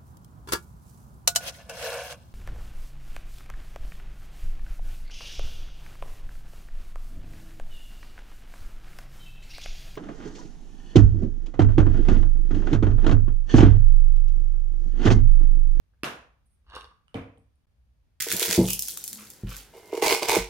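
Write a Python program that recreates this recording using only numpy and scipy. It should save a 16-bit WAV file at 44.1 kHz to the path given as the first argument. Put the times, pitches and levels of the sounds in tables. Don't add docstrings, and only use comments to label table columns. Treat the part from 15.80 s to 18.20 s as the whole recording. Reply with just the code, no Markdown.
import sys
import numpy as np
from scipy import signal
from scipy.fft import rfft, irfft
from scipy.io import wavfile

SR = 44100
rng = np.random.default_rng(int(sys.argv[2]) if len(sys.argv) > 2 else 0)


def wrap_up_sound(samples):
    columns = np.atleast_2d(samples).T
    tamed = np.clip(columns, -1, 1)
    steps = np.round(tamed * 32767).astype(np.int16)
    wavfile.write(sys.argv[1], SR, steps)


def to_linear_factor(level_db):
    exponent = np.asarray(level_db, float) / 20
    return 10 ** exponent


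N = 105840


def rms_one(x):
    return x / np.sqrt(np.mean(x ** 2) + 1e-20)


def at_hz(rows, hz, column):
    rows = np.array(rows)
    return np.interp(np.log(hz), np.log(rows[:, 0]), rows[:, column])


def band(x, low_hz, high_hz):
    sos = signal.butter(2, [low_hz, min(high_hz, SR / 2.1)], "band", fs=SR, output="sos")
    return signal.sosfilt(sos, x)


def soften(x, cutoff_hz):
    return signal.sosfilt(signal.butter(2, min(cutoff_hz, SR / 2.1), fs=SR, output="sos"), x)


def strike(modes, s, db, tilt_db, scatter_db):
    out = np.zeros(N)
    at = (np.asarray(s) * SR).astype(int)
    luck = rng.standard_normal((len(at), len(modes)))
    signs = (-1.) ** np.arange(len(at))
    for k, (hz, level_db, t60_s) in enumerate(modes):
        octaves = max(np.log2(hz / 1200), 0)
        hit_db = db + level_db + tilt_db * octaves + scatter_db * luck[:, k]
        clicks = np.full(N, 1e-18)
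        np.add.at(clicks, at, to_linear_factor(hit_db) * signs)
        decay = to_linear_factor(-60 / (t60_s * SR))
        w = 2 * np.pi * hz / SR
        resonator = [1, -2 * decay * np.cos(w), decay * decay]
        out += signal.lfilter([0, np.sin(w) * (-1) ** k], resonator, clicks)
    return signal.lfilter([.25, .5, .25], [1], out)


def crack(s, db, spectrum):
    hz = np.arange(1, 2050) * SR / 4096
    cepstrum = irfft(np.log(to_linear_factor(at_hz(spectrum, hz, column=1))))
    cepstrum[1:2048] *= 2
    pulse = irfft(np.exp(rfft(cepstrum[:2048], 4096)))[:2048]
    out, start = np.zeros(N), int(s * SR)
    out[start:start + len(pulse)] = to_linear_factor(db) * pulse / np.abs(pulse).max()
    return out


def stereo_bands(size, gain, alike, lowest_hz):
    out = 0
    edges_hz = lowest_hz * 2 ** np.arange(0, np.log2(18000 / lowest_hz), .5)
    white = rng.standard_normal((2, 2, size))
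    for k, (low_hz, high_hz) in enumerate(zip(edges_hz, edges_hz[1:])):
        mid, side = band(white[k % 2], low_hz, high_hz)
        hz = np.sqrt(low_hz * high_hz)
        c = np.clip(alike(hz), 0, 1)
        out = out + gain(hz) * (np.sqrt(1 + c) * mid + np.sqrt(1 - c) * side * [[1], [-1]])
    return out


def cap_snap():
    # start in seconds, level in dB.
    snap_contacts = [
        (0.2332, -28.5),
        (0.2346, -18),
    ]
    # frequency in Hz, level in dB, t60 in seconds.
    shell_modes = [(305, 0, 0.014), (1250, -1.5, 0.0087), (2730, -4, .013), (4957, -6.5, .005),
                   (7450, -13.5, 0.0015), (10100, -3, 0.0027), (14000, -12, .002)]
    # frequency in Hz, density in dB per Hz.
    snap_spectrum = [(60, -28.5), (140, -5), (320, -2), (1200, -4), (2100, -11), (2800, -6.5),
                     (4500, -17.5), (16000, -33.5)]
    ring = -strike(shell_modes, *np.transpose(snap_contacts), tilt_db=0, scatter_db=0)
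    return ring, crack(snap_contacts[1][0], -18.5, snap_spectrum)


def tablets():
    # frequency in Hz, level in dB, t60 in seconds.
    bottle_modes = [(319.8, -21.5, .01), (480, -14, 0.037), (795, -6, 0.0089), (1136, 1, 0.021),
                    (1600, -7, 0.018), (1850, -10.5, 0.0078), (2836, -5.5, 0.017), (3363, -10, 0.01),
                    (3725, -7, 0.01), (4450, -11, 0.013), (5470, -13.5, 0.0057), (9240, -11, 0.0013),
                    (12100, -21, 0.002)]
    # time in seconds, level in dB.
    swing = [
        (.84, -81.5),
        (0.881, -59.5),
        (0.922, -48.5),
        (0.956, -37),
        (.99, -46.5),
        (1.04, -54.5),
        (1.069, -60.5),
        (1.2, -87),
    ]
    # start in seconds, level in dB, brightness in dB per octave.
    knocks = [
        (.9, -60, 8),
        (.952, -52.5, 10.7),
        (0.9614, -56.5, 12.5),
        (1.01, -52, 8),
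        (1.043, -52, 4.7),
        (1.044, -52.5, 7),
        (1.477, -68, -1.5),
    ]
    # start in seconds, level in dB.
    thuds = [(0.136, -64), (.922, -44.5), (.934, -50), (0.94, -48), (0.945, -39.5), (0.9653, -28),
             (0.974, -49), (.985, -42), (1.043, -42.5), (1.115, -57), (1.202, -63.5)]
    swing_s, swing_db = np.transpose(swing)
    s = swing_s[0] + np.sort(rng.random(600)) * (swing_s[-1] - swing_s[0])
    spread_db = 2 * np.minimum(rng.exponential(1, len(s)), 2.5)
    db = np.interp(s, swing_s, swing_db) - 18.5 + spread_db
    hits = strike(bottle_modes, s, db, tilt_db=.6, scatter_db=8.5)
    hits = hits + strike(bottle_modes, *np.transpose(knocks), scatter_db=3.0)
    heaps = strike(bottle_modes, *np.transpose(thuds), tilt_db=-6, scatter_db=5.5)
    heaps = soften(soften(heaps, cutoff_hz=2170), cutoff_hz=2170)
    return soften(hits, cutoff_hz=11300) + heaps


def table_landing():
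    # start in seconds, level in dB.
    landing_contacts = [
        (1.3434, -31),
        (1.3449, -29),
        (1.575, -55),
    ]
    # frequency in Hz, level in dB, t60 in seconds.
    table_modes = [(60, -20.5, 0.34), (97.2, -4.5, 0.42), (123, -6, .15), (155.9, -11, 0.27),
                   (178.8, -13.5, 0.42), (222.1, -8, 0.22), (267.4, -9.5, 0.31), (298, -13.5, 0.32),
                   (355, -17, 0.04), (455.6, -6.5, 0.2), (627, -13.5, 0.066), (776, -8.5, 0.1),
                   (3120, -5, 0.0087), (8650, -12, 0.0022)]
    # frequency in Hz, density in dB per Hz.
    slap_spectrum = [(300, -3), (520, -1), (1000, -9), (1750, -18), (2400, -10.5), (4500, -33.5),
                     (9500, -41.5), (16000, -53)]
    # frequency in Hz, level in dB, t60 in seconds.
    rim_modes = [(1290, 2.5, 0.0091), (2940, 2.5, 0.016), (4870, -5.5, 0.0023), (8900, -2.5, 0.0043)]
    table = strike(table_modes, *np.transpose(landing_contacts), tilt_db=0, scatter_db=0)
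    slap = crack(landing_contacts[0][0], -29.5, slap_spectrum)
    rim = strike(rim_modes, [1.2815], -57, tilt_db=0, scatter_db=0)
    return table, slap, rim


def skin():
    # start in seconds, length in seconds, level in dB.
    slides = [
        (0.655, 0.023, -76.5),
        (0.695, 0.069, -80),
        (1.581, 0.00071, -59),
        (1.757, 0.0011, -80),
    ]
    t, white = np.arange(N) / SR, rng.standard_normal(N)
    shape = np.zeros(N)
    for s, length_s, db in slides:
        swell = np.sin(np.pi * np.clip((t - s) / length_s, 0, 1)) ** .5
        shape += to_linear_factor(db) * swell * (t < s + length_s)
    hiss = white * shape
    return 3 * band(hiss, 8300, 10300) + to_linear_factor(-7) * band(hiss, 2200, 13000)


def from_right(x, lag_ms, shadow_db):
    hz = np.arange(N // 2 + 1) * SR / N
    shade = to_linear_factor(shadow_db / 2 / (1 + (2500 / (hz + 1)) ** 2))
    lag = np.exp(-2j * np.pi * hz * lag_ms / 1000)
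    return np.array([irfft(rfft(x) * shade * lag, N), irfft(rfft(x) / shade, N)])


def kitchen(x):
    # frequency in Hz, t60 in seconds, level in dB, left-right likeness 0 to 1.
    room_bands = [(81.4, 0.3733, 2.5, .95), (248.8, 0.4, -4, 0.95), (686.7, 0.49, -5, .3),
                  (1560, 0.44, 1, 0.015), (3000, 0.4, -3, .1), (6000, 0.35, 1, 0.047),
                  (10000, .32, 2.5, 0.026), (14800, .24, 2.5, 0)]
    first_echo_s, rise_s = .003, .007
    t = np.arange(int(.9 * SR)) / SR

    def decay(hz):
        return to_linear_factor(at_hz(room_bands, hz, column=2) - 60 * t / at_hz(room_bands, hz, column=1))

    tail = stereo_bands(len(t), decay, lambda hz: at_hz(room_bands, hz, column=3), lowest_hz=40)
    tail = tail * np.clip((t - first_echo_s) / rise_s, 0, 1)
    tail = tail / np.sqrt(np.sum(tail ** 2) / 2)
    return signal.fftconvolve(tail, x[None], axes=1)[:, :N]


def refrigerator():
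    # time in seconds, level in dB.
    drone_levels = [(0, -77), (.15, -63.5), (.4, -64.5), (.6, -66), (.8, -70.5), (.9, -56.5), (1.08, -61),
                    (1.2, -74.5), (1.5, -64), (1.65, -66.5), (1.8, -75), (2.0, -62), (2.22, -65),
                    (2.25, -70), (2.4, -73)]
    t, white = np.arange(N) / SR, rng.standard_normal((3, N + SR))
    wobble = rms_one(band(white[0], 49, 71)[SR:])
    tone = .8 * wobble + .8 * np.sin(2 * np.pi * 60 * t)
    mid, side = rms_one(band(white[1:], 20, 95)[:, SR:])
    rumble = to_linear_factor(-72.5) * (mid + .4 * side * np.array([[1], [-1]]))
    return to_linear_factor(np.interp(t, *np.transpose(drone_levels))) * rms_one(tone) + rumble


def hush():
    # frequency in Hz, density in dB per Hz.
    air_spectrum = [(53, -32), (90, 0), (151, -7.5), (266, -18.5), (310, -29.5), (419, -20), (998, -26),
                    (2230, -29.5), (16000, -43)]
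    # frequency in Hz, left-right likeness 0 to 1.
    air_alike = [(100, 0), (500, 0.046), (2000, 0), (10000, 0.026)]
    air = stereo_bands(N, lambda hz: to_linear_factor(at_hz(air_spectrum, hz, column=1)),
                       lambda hz: at_hz(air_alike, hz, column=1), lowest_hz=80)
    return to_linear_factor(-73.5) * rms_one(air)


def scene():
    cap, snap = cap_snap()
    pills, slip = tablets(), skin()
    table, slap, rim = table_landing()
    direct = from_right(cap + snap, lag_ms=.072, shadow_db=-6)
    direct = direct + from_right(table + slap + rim, lag_ms=.22, shadow_db=-13)
    direct = direct + from_right(pills, lag_ms=.13, shadow_db=-6.5)
    direct = direct + from_right(slip, lag_ms=.1, shadow_db=-6.5)
    wall_echo_s = .0085
    echo = to_linear_factor(-4.5) * np.roll(band(cap + snap + pills, 680, 6000), int(wall_echo_s * SR))
    send = to_linear_factor(-15) * cap + to_linear_factor(12.5) * snap + to_linear_factor(-7) * pills + to_linear_factor(-5) * slip
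    send = send + to_linear_factor(-7) * table + to_linear_factor(14) * slap + to_linear_factor(-1) * rim
    wet = kitchen(send) * to_linear_factor([[-.6], [.6]])
    return direct + echo + wet + hush() + refrigerator()


def low_pass(x):
    return signal.sosfilt(signal.butter(12, 16840, fs=SR, output="sos"), x)


def record(dry):
    t = np.arange(N) / SR
    x = dry - .6 * signal.lfilter(*signal.iirpeak(7560, 8.0, fs=SR), dry)
    dropout = (t > 1.8558) & (t < 1.8694)
    x = x * np.where(dropout, to_linear_factor(-22), 1)
    return low_pass(x)


dry = scene()
out = record(dry)
wrap_up_sound(out)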